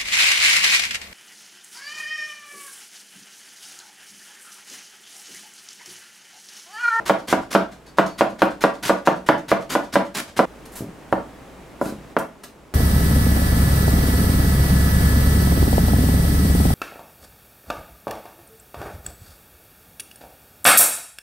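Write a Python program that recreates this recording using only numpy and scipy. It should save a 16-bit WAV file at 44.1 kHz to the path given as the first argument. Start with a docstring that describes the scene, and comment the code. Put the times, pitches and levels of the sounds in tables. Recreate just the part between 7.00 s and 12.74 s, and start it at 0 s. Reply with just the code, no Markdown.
"""A cleaver shreds cabbage on a plastic board in a small kitchen, four to five strokes a second.
Each stroke is a burst of crackling crunch, then a knock: board modes, noise chatter and an edge click.
Shreds rustle in finer crackle as the blade lifts; now and then the rubbed steel sings a wavering tone.
The chopping is cut off mid-ring; a few slower knocks and soft low bumps follow as shreds are gathered.
Shaped noise and a low hum make the background; its level steps up at the cutoff and later back down."""
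import sys
import numpy as np
from scipy import signal
from scipy.fft import rfft, irfft, next_fast_len
from scipy.io import wavfile
from scipy.ndimage import uniform_filter1d

SR = 44100
rng = np.random.default_rng(int(sys.argv[2]) if len(sys.argv) > 2 else 0)


def to_wav(s):
    """Save 16-bit WAV."""
    ch = np.atleast_2d(s).T  # columns
    pcm = np.round(np.clip(ch, -1, 1) * 32767)  # PCM
    wavfile.write(sys.argv[1], SR, pcm.astype(np.int16))


N = 253124  # length in samples
CUTOFF_S = 3.456  # the sound is cut here, clipping the ring of the last stroke
CHOP_RING, HELD_RING = 0.67, 0.39  # share of the board's free ring; pressure shortens it further
CHOP_BRIGHT_DB = -0.4  # treble of a chopping knock
CHOP_CLICK_DB, HELD_CLICK_DB = -6.5, -17  # edge click over the knock, for a full cut and a held blade
FULL_CUT_DB = -31.5  # crunch level of a full cut
THIN_CUT_CLICK = 0.24  # a thin cut cushions less: dB of extra click per dB below a full cut
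THIN_CUT_DULLING = 0.4  # it is also duller: dB of extra body per dB below a full cut

# strokes of the cleaver; the one at 3.205 s stalls in the leaves
# (t/s at the bottom, knock level/dB, cutting time/s, crunch level/dB)
CLEAVER_STROKES = [(-.125,-10.5,0.066,-36), (0.0962,-13.5,0.043,-38), (0.3274,-14.5,0.055,-36),
                   (0.5504,-12,0.047,-37), (0.9848,-12,0.017,-47), (1.2091,-13,.033,-42.5),
                   (1.4195,-12,0.038,-52.5), (1.639,-12.5,0.034,-38.5), (1.8953,-13.5,0.071,-34),
                   (2.0732,-12,0.023,-42.5), (2.2885,-11.5,0.029,-43.5), (2.5162,-13.5,.037,-37.5),
                   (2.752,-16.5,0.06,-36), (2.9559,-13,.034,-38.5), (3.205,-40,0.063,-32.5),
                   (3.3915,-12,0.031,-39)]
# blade set down and held against the board: (t/s, knock level/dB, brightness/dB)
HELD_KNOCKS = [(4.126,-16.3,-14), (4.8137,-20.5,-25), (5.1662,-17.5,-4)]


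def chops():
    """Knocks of the blade on the board, sharing part of the walls' answer; a held blade damps the ring more."""
    out = np.zeros((2, N))
    usual = walls(ROOM_WIDTH, gap=.024)
    for bottom_s, level_db, _, crunch_db in CLEAVER_STROKES:
        click_db = CHOP_CLICK_DB + THIN_CUT_CLICK * (FULL_CUT_DB - crunch_db)
        blow = knock(usual, CHOP_RING, CHOP_BRIGHT_DB, click_db)
        add(out, bottom_s, amp(level_db) * blow)
    for start_s, level_db, bright_db in HELD_KNOCKS:
        blow = knock(usual, HELD_RING, bright_db, HELD_CLICK_DB)
        add(out, start_s, amp(level_db) * blow)
    return out


ROOM_WIDTH = .55  # side over mid in the answer to a knock
SWING_DB = 2.5  # first swing of the board, before the blow is levelled
# the board's radiation: (f/Hz, left minus right level/dB)
BOARD_LEAN = [(100, -1), (170, 3), (300, -2), (600, -2.5), (1200, 1), (2500, 1)]


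def knock(usual, ring, bright_db, click_db):
    """One blow of the edge on the board with the walls' answer; rms 1 over its first 40 ms, plus the click."""
    t = clock()
    blow = board(ring, scatter_db=1.92, push_hz=847, push_db=SWING_DB) + chatter(ring)
    blow = filtered(blow, lambda f: shelf(f, 1380, bright_db) * 1j * f / (1j * f + 70))
    # part of the answer repeats at every blow, part is new
    answer = amp(-13.5) * usual + amp(-9.7) * walls(ROOM_WIDTH, gap=.028)
    blow = blow + signal.fftconvolve(blow, answer, axes=1)[:, :len(t)]
    blow = filtered(blow, lambda f: amp(stereo(0, along(BOARD_LEAN, f) / 2)))
    blow = blow / np.sqrt(np.mean(blow[:, t < .04] ** 2))

    noise = rng.standard_normal(len(t)) * amp(-60 * t / 0.011)
    click = filtered(noise, lambda f: 1 / (1 + 1j * f / 3300) / (1 + 1j * f / 14000))
    return blow + amp(click_db) * in_room(click, walls(width=0.13, gap=0.00059))


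# modes of the board and the counter beneath it: (f/Hz, relative level/dB, free-ringing t60/s)
BOARD_MODES = [(145, -33, .22), (186, -27, .36), (206, -25, .19), (238, -25, .15), (282, -23, .17),
               (306, -17, .12), (344, -20, .12), (395, -35, .25), (455, -18, .11), (500, -19, .13),
               (567, -13, .12), (601, -18, .11), (652, -13, .08), (675, -16, .15), (721, -33, .11),
               (780, -15, .1), (895, -21, .07), (1010, -18, .075), (1099, -32, .08), (1165, -20, .045),
               (1236, -22, .07), (1356, -21, .06), (1455, -19, .11), (1540, -24, .05), (1640, -22, .04),
               (1860, -33, .05), (1975, -29, .06), (2420, -30, .025), (2750, -29, .045)]


def board(ring, scatter_db, push_hz, push_db):
    """A single swing of the board under the blade, then its modes, alternate ones in opposite sense."""
    t = clock()
    hz, db, t60 = np.transpose(BOARD_MODES)[:, :, None]
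    size, detune = rng.standard_normal((2, len(BOARD_MODES), 1))
    sense = np.cos(np.pi * np.arange(len(BOARD_MODES)))[:, None]
    decay = amp(db + scatter_db * size - 60 * t / (ring * t60))
    tones = np.sin(2 * np.pi * hz * (1 + .003 * detune) * t)
    modes = (sense * decay * tones).sum(0)
    u = t * push_hz * np.pi * np.sqrt(2) - np.pi
    swing = -amp(push_db) * u * np.exp(-u * u)
    return modes * (1 - np.exp(-t / 0.0038)) + swing


CHATTER_DB = -16  # starting rms, before the blow is levelled
# dense ring of board and blade: (f/Hz, relative level/dB per Hz)
CHATTER_SPECTRUM = [(100, -32.5), (180, -1), (280, -4.5), (500, -2), (800, -1.5), (1500, -6), (1750, -10),
                    (2200, -15.5), (3000, -19), (4500, -30), (9000, -47.5)]


def chatter(ring):
    """Countless short-lived modes of board and blade, as decaying noise that differs at every blow."""
    t = clock()
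    noise = rng.standard_normal((2, len(t)))
    mid, side = filtered(noise, lambda f: amp(along(CHATTER_SPECTRUM, f)))
    attack = 1 - np.exp(-t / 0.00045)
    decay = amp(CHATTER_DB - 60 * t / (0.18 * ring))
    return unit(stereo(mid, ROOM_WIDTH / 2 * side)) * attack * decay


# leaves giving way under the edge: (f/Hz, relative level/dB per Hz)
CRUNCH_SPECTRUM = [(40, -3), (130, 6), (250, 12), (500, 5), (1500, 8.5), (2500, 4), (4500, 2.5),
                   (8000, -1.5), (12000, -3.5), (16000, -15.5)]


def cabbage():
    """Dense crunch on the way down to every knock; thin cuts are quieter and duller."""
    out = np.zeros((2, N))
    for bottom_s, _, length, level_db in CLEAVER_STROKES:
        dull_db = THIN_CUT_DULLING * (FULL_CUT_DB - level_db)
        crunch = crackle(length, CRUNCH_SPECTRUM, rate=4500, rise=0.012)
        # lift the body and leave the top treble where it is
        crunch = filtered(crunch, lambda f: amp(dull_db) * shelf(f, 9100, -dull_db))
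        answer = amp(-5.5) * walls(width=0.8, gap=0.00033)
        add(out, bottom_s - length, amp(level_db) * in_room(crunch, answer))
    return out


CELL_SPREAD_DB = 3.3  # how unequal the bursts are


def crackle(length, spectrum, rate, rise):
    """Cells burst at random, in clumps, while the blade moves; rms 1 above 5 kHz before the envelope."""
    t = clock()
    bursts = (rng.random(len(t)) < rate / SR) * rng.choice([-1, 1], len(t))
    clumps = unit(uniform_filter1d(rng.standard_normal(len(t)), size=260))
    spread = np.clip(rng.standard_normal(len(t)), -2, 2)
    cells = bursts * amp(CELL_SPREAD_DB * spread + 2 * clumps)
    colour = lambda f: amp(along(spectrum, f))
    treble = filtered(cells, lambda f: colour(f) * (f > 5000))
    stroke = np.clip(t / rise, 0, 1) * np.exp(-np.maximum(t - length, 0) / 0.002)
    return filtered(cells * stroke, colour) / treble.std()


LIFT_SHARE, LIFT_S = .37, 0.026  # the blade rises this far on to the next stroke, for this long
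LIFT_DB, LIFT_BRIGHT_DB = -51.5, -11  # rustle of the lift and its treble
# loose shreds brushed by blade or fingers: (t/s, length/s, level/dB, brightness/dB)
BRUSHED_SHREDS = [(0.858,0.031,-54.5,-10), (1.058,0.013,-42.5,-13), (3.652,0.011,-47,3), (3.715,.04,-59,13),
                  (3.75,0.045,-46,12), (4.119,0.01,-49.5,5), (4.807,0.052,-51,7), (4.85,.056,-48,2),
                  (5.183,0.013,-44.5,9), (5.433,.011,-43.5,2.5)]
# colour of the rustle before brightness: (f/Hz, relative level/dB per Hz)
SHRED_SPECTRUM = [(100, 6), (400, 0), (1500, 2), (2500, -5.5), (4500, -5.5), (8000, -7), (12000, -9),
                  (16000, -20)]


def shreds():
    """Loose shreds crackle finely as the blade lifts between strokes, and when they are gathered."""
    out = np.zeros((2, N))
    times = [stroke[0] for stroke in CLEAVER_STROKES]
    lifts = []
    for bottom_s, following in zip(times, times[1:]):
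        lift_s = bottom_s + LIFT_SHARE * (following - bottom_s)
        lifts.append((lift_s, LIFT_S, LIFT_DB, LIFT_BRIGHT_DB))
    for start_s, length, level_db, bright_db in lifts + BRUSHED_SHREDS:
        rustle = crackle(length, SHRED_SPECTRUM, rate=3400, rise=0.0067)
        rustle = filtered(rustle, lambda f: shelf(f, 9200, bright_db))
        add(out, start_s, amp(level_db) * in_room(rustle, walls(width=0.51, gap=0.00065)))
    return out


# soft bumps on the board: (t/s, relative level/dB)
SOFT_BUMPS = [(3.805, -10), (3.82, -13), (4.86, -8.5), (4.922, -12)]


def bumps():
    """Soft contact wakes only the low modes of the board."""
    out = np.zeros((2, N))
    for start_s, level_db in SOFT_BUMPS:
        thud = board(ring=.6, scatter_db=3, push_hz=260, push_db=4)
        thud = filtered(thud, lambda f: (1j * f / (1j * f + 80)) ** 2 / (1 + 1j * f / 340) ** 2)
        answer = amp(-3.5) * walls(width=0.11, gap=0.014)
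        add(out, start_s, amp(level_db) * in_room(thud, answer))
    return out


# the steel sings as it rubs the leaves: (t/s, f/Hz, level/dB)
STEEL_SINGS = [(.862, 4520, -53), (1.092, 4500, -49)]


def blade():
    """A thin, wavering note of the rubbed steel: a swelling and fading sine with randomly drifting phase."""
    out, t = np.zeros((2, N)), clock()
    for start_s, hz, level_db in STEEL_SINGS:
        phase = 2 * np.pi * hz * t + 0.077 * np.cumsum(rng.standard_normal(len(t)))
        u = t / .016  # the swell peaks at 16 ms
        note = amp(level_db) * u * np.exp(1 - u) * np.sin(phase)
        add(out, start_s, in_room(note, amp(-9) * walls(width=0.55, gap=0.0038)))
    return out


BACKGROUND_DB, SECTION_RISE_DB = -48, 5  # the steady rush, and its step up at the cutoff
SECTION_END_S = 5.14  # it steps back down here
# rush of the kitchen: (f/Hz, relative level/dB per Hz)
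RUSH_SPECTRUM = [(20, -12), (60, -2), (85, -11.5), (130, -2.5), (280, -2), (500, -5.5), (900, -10),
                 (1500, -15.5), (2300, -19), (4500, -28), (8000, -30), (12000, -35), (16000, -39)]


def background():
    """Steady noise rush with a low, slightly unsteady appliance hum; both are louder in the middle section."""
    t = np.arange(N) / SR
    noise = rng.standard_normal((2, N))
    mid, side = filtered(noise, lambda f: amp(along(RUSH_SPECTRUM, f)))
    # the lows are narrower than the highs
    side = 0.49 * filtered(side, lambda f: (f + 80) / (f + 250))
    rush = unit(stereo(mid, side))
    waver = unit(filtered(rng.standard_normal(N), lambda f: 1 / (1 + (f / 2) ** 4)))
    hum = unit(np.sin(2 * np.pi * 59 * t + .35 * waver) * amp(1.5 * waver))
    section = ((t > CUTOFF_S) & (t < SECTION_END_S)).astype(float)
    section = uniform_filter1d(section, size=1500)
    return amp(BACKGROUND_DB + SECTION_RISE_DB * section) * (rush + amp(-10.5) * hum)


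WIDE_ABOVE_HZ = 340  # the walls answer alike in both channels below this
# how fast the kitchen's answer dies: (f/Hz, t60/s)
KITCHEN_DECAY = [(100, 0.47), (260, 0.25), (700, 0.27), (1800, 0.25), (5000, 0.29), (14000, 0.22)]


def walls(width, gap):
    """The kitchen's answer: noise that builds up over the gap, each frequency dying at its own speed."""
    t = clock()
    hz, when, z = signal.stft(rng.standard_normal((2, len(t))), SR, nperseg=256)
    decay = amp(-60 * when / along(KITCHEN_DECAY, hz)[:, None])
    tail = signal.istft(z * decay, SR, nperseg=256)[1][:, :len(t)]
    tail = tail * (1 - np.exp(-(t / gap) ** 2))
    mid, side = tail / np.linalg.norm(tail, axis=1, keepdims=True)
    side = filtered(side, lambda f: 1 - 1 / (1 + (f / WIDE_ABOVE_HZ) ** 4))
    return stereo(mid, width * side)


def in_room(x, answer):
    """Direct sound plus the answer of the walls."""
    return x + signal.fftconvolve(x[None], answer, axes=1)[:, :len(x)]


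def add(track, s, sound):
    """Lay a sound on the track; what starts before the cutoff ends there."""
    start = round(s * SR)
    sound, start = sound[:, max(-start, 0):], max(start, 0)
    limit = round(CUTOFF_S * SR) if s < CUTOFF_S else N
    end = min(start + sound.shape[-1], limit, N)
    fade = np.clip(np.arange(end - start)[::-1] / 64, 0, 1)
    track[:, start:end] += sound[:, :end - start] * fade


def stereo(mid, side):
    """Left and right from mid and side."""
    return np.array([mid + side, mid - side])


def clock():
    """Half-second time axis of one event."""
    return np.arange(SR // 2) / SR


def amp(db):
    """Amplitude factor of a level in dB."""
    return 10 ** (np.asarray(db) / 20)


def unit(x):
    """Scale to rms 1."""
    return x / np.sqrt(np.mean(x ** 2) + 1e-20)


def along(points, hz):
    """Interpolate (f/Hz, value) points on a log frequency axis."""
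    f, v = np.transpose(points)
    return np.interp(np.log(hz + 1), np.log(f + 1), v)


def filtered(x, response):
    """Shape the spectrum of x by a real or complex response of frequency."""
    n = x.shape[-1]
    m = next_fast_len(n + 8192)
    return irfft(rfft(x, m) * response(np.fft.rfftfreq(m, 1 / SR)), m)[..., :n]


def shelf(f, corner_hz, db):
    """Causal response: flat below the corner, db above it."""
    s = 1j * f / corner_hz
    g = amp(db / 2)
    return (1 + np.sqrt(2 * g) * s + g * s * s) / (1 + np.sqrt(2 / g) * s + s * s / g)


def scene():
    """Cleaver, cabbage and kitchen together."""
    return chops() + cabbage() + shreds() + bumps() + blade() + background()


TOP_HZ = 16000  # band limit


def record(dry):
    """The hardest peaks are rounded off at full scale; nothing passes above the band limit."""
    rounded = dry / (1 + np.abs(dry) ** 8) ** (1 / 8)
    return filtered(rounded, lambda f: f < TOP_HZ)


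dry = scene()
out = record(dry)
to_wav(out)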